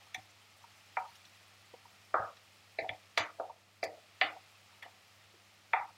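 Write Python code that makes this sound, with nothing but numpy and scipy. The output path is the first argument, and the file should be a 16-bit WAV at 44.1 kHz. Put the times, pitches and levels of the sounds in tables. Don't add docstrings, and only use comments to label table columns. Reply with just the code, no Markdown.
import sys
import numpy as np
from scipy import signal
from scipy.io import wavfile
from scipy.ndimage import uniform_filter1d

SR = 44100
rng = np.random.default_rng(int(sys.argv[2]) if len(sys.argv) > 2 else 0)


def bounce(signal):
    frames = np.transpose(np.atleast_2d(signal))
    limited = np.clip(frames, -1, 1)
    pcm = np.round(limited * 32767).astype(np.int16)
    wavfile.write(sys.argv[1], SR, pcm)


N = 263575
TIME = np.arange(N) / SR
HIT_TIME = TIME[:SR // 2]

# contact in seconds, relative strength in dB, contact cut-off in Hz, low knock and wall of the pan
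# in dB re strength, favoured base pitch and tick pitch in Hz, tail in dB re the direct sound.
SPOON_BLOWS = [ (0.144, -52, 8000, -6, -4, 763, 3530, -4),
               (0.1467, -55.5, 9000, -24, -26, 800, 6400, -12.5),
               (0.968, -31, 1273, -12, -5, 850, 3000, -5.5), (2.1404, -35, 1080, 5, 9, 790, 3420, -1),
               (2.786, -46.5, 2980, 13, -34, 704, 4100, -2),
               (2.8905, -48, 4960, 2.5, -6.5, 726, 3400, -8.5), (3.174, -39.5, 8000, 6, 5.5, 920, 3930, -1),
               (3.179, -54.5, 5500, -20, 17, 750, 7040, 0.5), (3.3971, -43, 550, 9, -1.5, 766, 3200, -3.5),
               (3.8287, -49, 3670, 17, 0, 770, 4600, -1.5), (4.212, -37, 4400, 0, 1.5, 700, 3500, -0.5),
               (4.823, -60, 4500, 3, 4.5, 810, 3400, 2.5), (5.7327, -29, 1623, -11, -2, 849, 3530, -2.5)]
# pitch in Hz, relative level in dB, t60 in seconds.
LOW_MODES = [(333, -12, 0.065), (369, -1, 0.013), (480, -4, 0.07), (532.5, 1.5, 0.026), (670, 7.5, 0.032)]
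FLOOR_MODES = [(751.4, 1, 0.17), (794, 4, 0.022), (932, 3.1, 0.074)]
SIDE_MODES = [(1080, 3.5, 0.014), (1256, 4.5, 0.033), (1397, 2, 0.036), (1595, 4.5, 0.0065)]


def knocks(level_db=-1, graze_db=-33, graze_s=0.0038, delay_s=0.00037):
    # pitch in Hz, relative level in dB, t60 in seconds.
    clack_modes = [(1780, 6, 0.031), (2008.4, 6.5, 0.028), (2090, 5, 0.032), (2320, -0.5, 0.045),
                   (2620, -8, 0.022)]
    tick_modes = [(2945, 13.5, 0.011), (3320, 5.5, 0.033), (3430, 8.5, 0.013), (3810, 3, 0.0091),
                  (4034, 2, 0.031), (4720, 9, 0.013), (4650, 1, 0.01), (5960, 6.5, 0.019),
                  (6880, -5, 0.0026)]
    base_focus_db, clack_focus_db, tick_focus_db = 110, 42, 75
    highest_clack_hz, clack_per_cutoff = 2500, 1.92
    bright_tick_db, focus_db_per_db, max_narrowing = -33, 2.1, 3.6
    out = np.zeros(N)
    for s, strength_db, contact_hz, knock_db, wall_db, base_hz, tick_hz, tail_db in SPOON_BLOWS:
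        force = push(skid_db=-13.5, skid_t60=0.032)
        clack_db, tick_db = clack_and_tick(strength_db, contact_hz)
        clack_hz = min(highest_clack_hz, clack_per_cutoff * contact_hz)
        narrowing = min(from_db(focus_db_per_db * (bright_tick_db - tick_db)), max_narrowing)
        families = [
            (strength_db + knock_db, LOW_MODES),
            (strength_db, struck(FLOOR_MODES, base_hz, base_focus_db)),
            (strength_db + wall_db, SIDE_MODES),
            (clack_db, struck(clack_modes, clack_hz, clack_focus_db)),
            (tick_db, struck(tick_modes, tick_hz, tick_focus_db * narrowing))]
        for db, modes in families:
            direct = sounded(force, modes)
            gain = from_db(db + level_db) / attack_rms(direct)
            tail = from_db(tail_db) * kitchen(modes)
            add(out, s - graze_s, gain * from_db(graze_db) * direct)
            add(out, s + delay_s, gain * (direct + tail))
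    return out


def touches_and_rattles(level_db=-1, tail_db=-9, focus_db=70):
    # start in seconds, relative level in dB, favoured pitch in Hz.
    small_sounds = [(0.639, -52.5, 960), (1.735, -50.5, 435), (1.737, -53.5, 895), (1.853, -53, 913),
                    (2.841, -39, 723), (2.911, -44.5, 750), (3.291, -49.5, 1340), (3.387, -51, 700),
                    (3.496, -45.5, 910), (4.362, -52.5, 806), (4.724, -54.5, 1120), (4.858, -50, 810),
                    (5.338, -59, 334)]
    out = np.zeros(N)
    for s, db, hz in small_sounds:
        modes = struck(LOW_MODES + FLOOR_MODES + SIDE_MODES, hz, focus_db)
        direct = sounded(push(skid_db=-15.5, skid_t60=0.052), modes)
        gain = from_db(db + level_db) / attack_rms(direct)
        tail = from_db(tail_db) * kitchen(modes)
        add(out, s, gain * (direct + tail))
    return out


def bowl(ring_db=-21, follows_tick=0.58, follows_knock=0.26, lag_s=0.02194):
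    # pitch in Hz, relative level in dB, t60 in seconds.
    bowl_mode = [(311, 0, 0.52)]
    out = np.zeros(N)
    for s, strength_db, contact_hz, knock_db, *_ in SPOON_BLOWS:
        tick_db = clack_and_tick(strength_db, contact_hz)[1]
        db = ring_db + follows_tick * tick_db + follows_knock * (strength_db + knock_db)
        tone = band(ring(push(skid_db=-9, skid_t60=0.042), bowl_mode), 250, 299)
        add(out, s + lag_s, from_db(db) * peak_one(tone))
    return out


def bumps():
    # start in seconds, relative peak in dB.
    shoves = [(0.17, -48), (2.193, -46.5), (2.224, -53), (2.817, -49.5), (2.895, -48), (3.194, -48.5)]
    # pitch in Hz, relative level in dB, t60 in seconds.
    grate_modes = [(60, -4, 0.1), (107, 5, 0.29), (159, -3, 0.12), (220, 4, 0.09)]
    out = np.zeros(N)
    for s, thud_db in shoves:
        thud = band(ring(push(skid_db=-11.5, skid_t60=0.024), grate_modes), 26, 210)
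        add(out, s, from_db(thud_db) * peak_one(thud))
    return out


def push(skid_db, skid_t60):
    force = from_db(skid_db) * fading_noise(skid_t60)
    force[0] += 1
    return force


def clack_and_tick(strength_db, contact_hz, cushion_db_per_octave=21.5):
    bare_db = np.array([13, 7.5])
    centres_hz = np.array([2270, 3670])
    octaves = np.log2(centres_hz / contact_hz)
    cushion_db = 10 * np.log10(1 + from_db(cushion_db_per_octave * octaves) ** 2)
    return strength_db + bare_db - cushion_db


def struck(modes, lead_hz, focus_db):
    return [(hz, db - focus_db * np.log2(hz / lead_hz) ** 2, t60) for hz, db, t60 in modes]


def ring(force, modes):
    out = 0
    for k, (hz, db, t60) in enumerate(modes):
        r = from_db(-60 / (t60 * SR))
        w = 2 * np.pi * hz / SR
        swing = signal.lfilter([0, np.sin(w)], [1, -2 * r * np.cos(w), r * r], force + 1e-18)
        out = out + (-1) ** k * from_db(db) * swing
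    return out


def sounded(force, modes, skirt=1.253):
    sound = band(ring(force, modes), modes[0][0] / skirt, modes[-1][0] * skirt, order=4)
    return sound / np.linalg.norm(sound)


def kitchen(modes, first_echo_s=0.0023, build_s=0.0014, blur_cycles=30):
    # pitch in Hz, tail level in dB, t60 in seconds.
    room = [(440, 0, 0.46), (910, 3, 0.35), (1250, 2.5, 0.39), (2260, -2.5, 0.26), (4500, 0.5, 0.23)]
    hz = np.sqrt(modes[0][0] * modes[-1][0])
    build = np.clip((HIT_TIME - first_echo_s) / build_s, 0, 1)
    echoes = fading_noise(at_hz(room, hz, axis=2)) * build
    blurred = [(mode_hz, db, min(t60, blur_cycles / mode_hz)) for mode_hz, db, t60 in modes]
    return from_db(at_hz(room, hz)) * sounded(echoes, blurred)


def crackles(level_db=4, spray_db=8):
    # start in seconds, relative peak in dB, tilt in dB per octave.
    snaps = [(0.1446, -43, 0), (1.1313, -55, 3), (1.1537, -48, -2.5), (1.251, -45, -7.5),
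             (2.3687, -47.5, -11), (3.1773, -30, -5), (3.8375, -38.5, -1.5), (4.827, -49, 0),
             (5.24, -51, -13)]
    # frequency in Hz, relative level in dB per Hz before the tilt.
    snap_colour = [(1200, -8), (2800, 6), (5000, 9), (8000, 1.5), (15000, -5)]
    out = np.zeros(N)
    for s, db, tilt_db in snaps:
        colour = [(hz, band_db + tilt_db * np.log2(hz)) for hz, band_db in snap_colour]
        snap = coloured(lambda: fading_noise(t60=0.025) + from_db(spray_db) * fading_noise(t60=0.069), colour)
        add(out, s, from_db(db + level_db) * peak_one(snap))
    return out


def vegetables(rustle_gain_db=0.5, sizzle_db=-72.0, sizzle_follows=0.74):
    # time in seconds, relative rustle level in dB.
    stir = [(0.0, -63), (0.4, -64.5), (0.83, -63.5), (1.13, -62.5), (1.7, -64), (3.34, -65), (3.48, -67.5),
            (3.78, -68.5), (3.99, -65), (4.33, -63.5), (5.23, -65), (5.98, -65.5)]
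    # frequency in Hz, relative level in dB per Hz.
    rustle_colour = [(700, 0), (1000, -5.5), (1220, 0.5), (1560, -4), (2020, 0), (2430, 0.5), (3180, -2.5),
                     (4950, -6), (7000, -22.5)]
    sizzle_colour = [(4000, -2.5), (5500, 1.5), (7000, 1.5), (8800, -2), (12000, -6.5), (15800, -7.5)]
    stir_db = np.interp(TIME, *np.transpose(stir))
    swell_db = sizzle_follows * (stir_db - stir_db.mean())
    rustle = coloured(lambda: grains(per_s=12000, spread_db=2.5), rustle_colour)
    sizzle = coloured(lambda: grains(per_s=12000, spread_db=3.0), sizzle_colour)
    rustle = rustle * from_db(stir_db + rustle_gain_db + 0.1 * drift(21))
    sizzle = sizzle * from_db(sizzle_db + swell_db + 0.73 * drift(24))
    return rustle + sizzle


def grains(per_s, spread_db):
    count = max(int(per_s * N / SR), 1)
    sizes = from_db(spread_db * np.minimum(rng.exponential(1, count), 5)) * rng.choice([-1, 1], count)
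    return np.bincount(rng.integers(0, N, count), sizes, N)


def background(waver_rad=0.63, rumble_db=-81, throb_db=-0.2, air_db=-73):
    # pitch in Hz, relative rms level in dB.
    hum_tones = [(99.7, -73.5), (199, -82.5)]
    # frequency in Hz, relative level in dB per Hz.
    air_colour = [(125, 0), (200, -2.5), (270, -3.5), (365, -2), (490, -3), (600, 3.5), (1200, -9)]
    hum = 0
    for hz, db in hum_tones:
        phase = 2 * np.pi * hz * TIME + waver_rad * drift(1.1)
        hum = hum + from_db(db) * np.sqrt(2) * np.sin(phase)
    rumble = band(rng.standard_normal(N), 79.0, 108)
    air = coloured(lambda: rng.standard_normal(N), air_colour)
    throb = from_db(throb_db * drift(9.3))
    return hum * throb + from_db(rumble_db) * rumble / rms(rumble) + from_db(air_db) * air


def from_db(db):
    return 10 ** (np.asarray(db) / 20)


def rms(x):
    return np.sqrt(np.mean(x ** 2) + 1e-24)


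def attack_rms(x):
    return rms(x[:SR // 100])


def peak_one(x):
    return x / np.abs(x).max()


def at_hz(points, hz, axis=1):
    table = np.array(points)
    return np.interp(np.log(hz), np.log(table[:, 0]), table[:, axis])


def band(x, low_hz, high_hz, order=2):
    sos = signal.butter(order, [low_hz, min(high_hz, .45 * SR)], "band", fs=SR, output="sos")
    return signal.sosfilt(sos, x + 1e-18)


def add(out, s, sound):
    start = max(round(s * SR), 0)
    out[start:start + len(sound)] += sound[:N - start]


def drift(rate_hz, step=40):
    r = np.exp(-2 * np.pi * step * rate_hz / SR)
    noise = rng.standard_normal(N // step + 2002)
    slow = signal.lfilter([1], [1, -2 * r, r * r], noise)[2000:]
    return np.interp(np.arange(N) / step, np.arange(len(slow)), slow / rms(slow))


def bands_of(table):
    low, high = table[0][0], table[-1][0]
    edges = np.geomspace(low, high, round(3 * np.log2(high / low)) + 1)
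    return [(a, np.sqrt(a * b), b) for a, b in zip(edges, edges[1:]) if b < .45 * SR]


def coloured(source, spectrum):
    out = sum(from_db(at_hz(spectrum, hz)) * band(source(), low, high) for low, hz, high in bands_of(spectrum))
    return out / rms(out)


def fading_noise(t60):
    burst = rng.standard_normal(len(HIT_TIME)) * from_db(-60 * HIT_TIME / t60)
    return burst / np.linalg.norm(burst)


def suppress_noise(x, most_db=9, clear_db=6.5, knee_db=7, size=512):
    overlap = 3 * size // 4
    spectra = signal.stft(x, nperseg=size, noverlap=overlap)[2]
    power = uniform_filter1d(np.abs(spectra) ** 2, size=5, axis=-2)
    power = uniform_filter1d(power, size=4, axis=-1)
    level_db = 10 * np.log10(np.maximum(power, 1e-20))
    above_db = level_db - np.median(level_db, axis=-1, keepdims=True) - clear_db
    closed = np.clip(0.5 - above_db / knee_db, 0, 1)
    return signal.istft(spectra * from_db(-most_db * closed), nperseg=size, noverlap=overlap)[1][:, :N]


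def scene(steady_db=9):
    pan = knocks() + touches_and_rattles() + bowl() + bumps()
    steady = vegetables() + background()
    return (pan + crackles() + from_db(steady_db) * steady)[None]


def record(dry, cutoff_hz=15850):
    top_cut = signal.ellip(10, .1, 70, cutoff_hz, fs=SR, output="sos")
    return signal.sosfilt(top_cut, suppress_noise(dry))


dry = scene()
out = record(dry)
bounce(out)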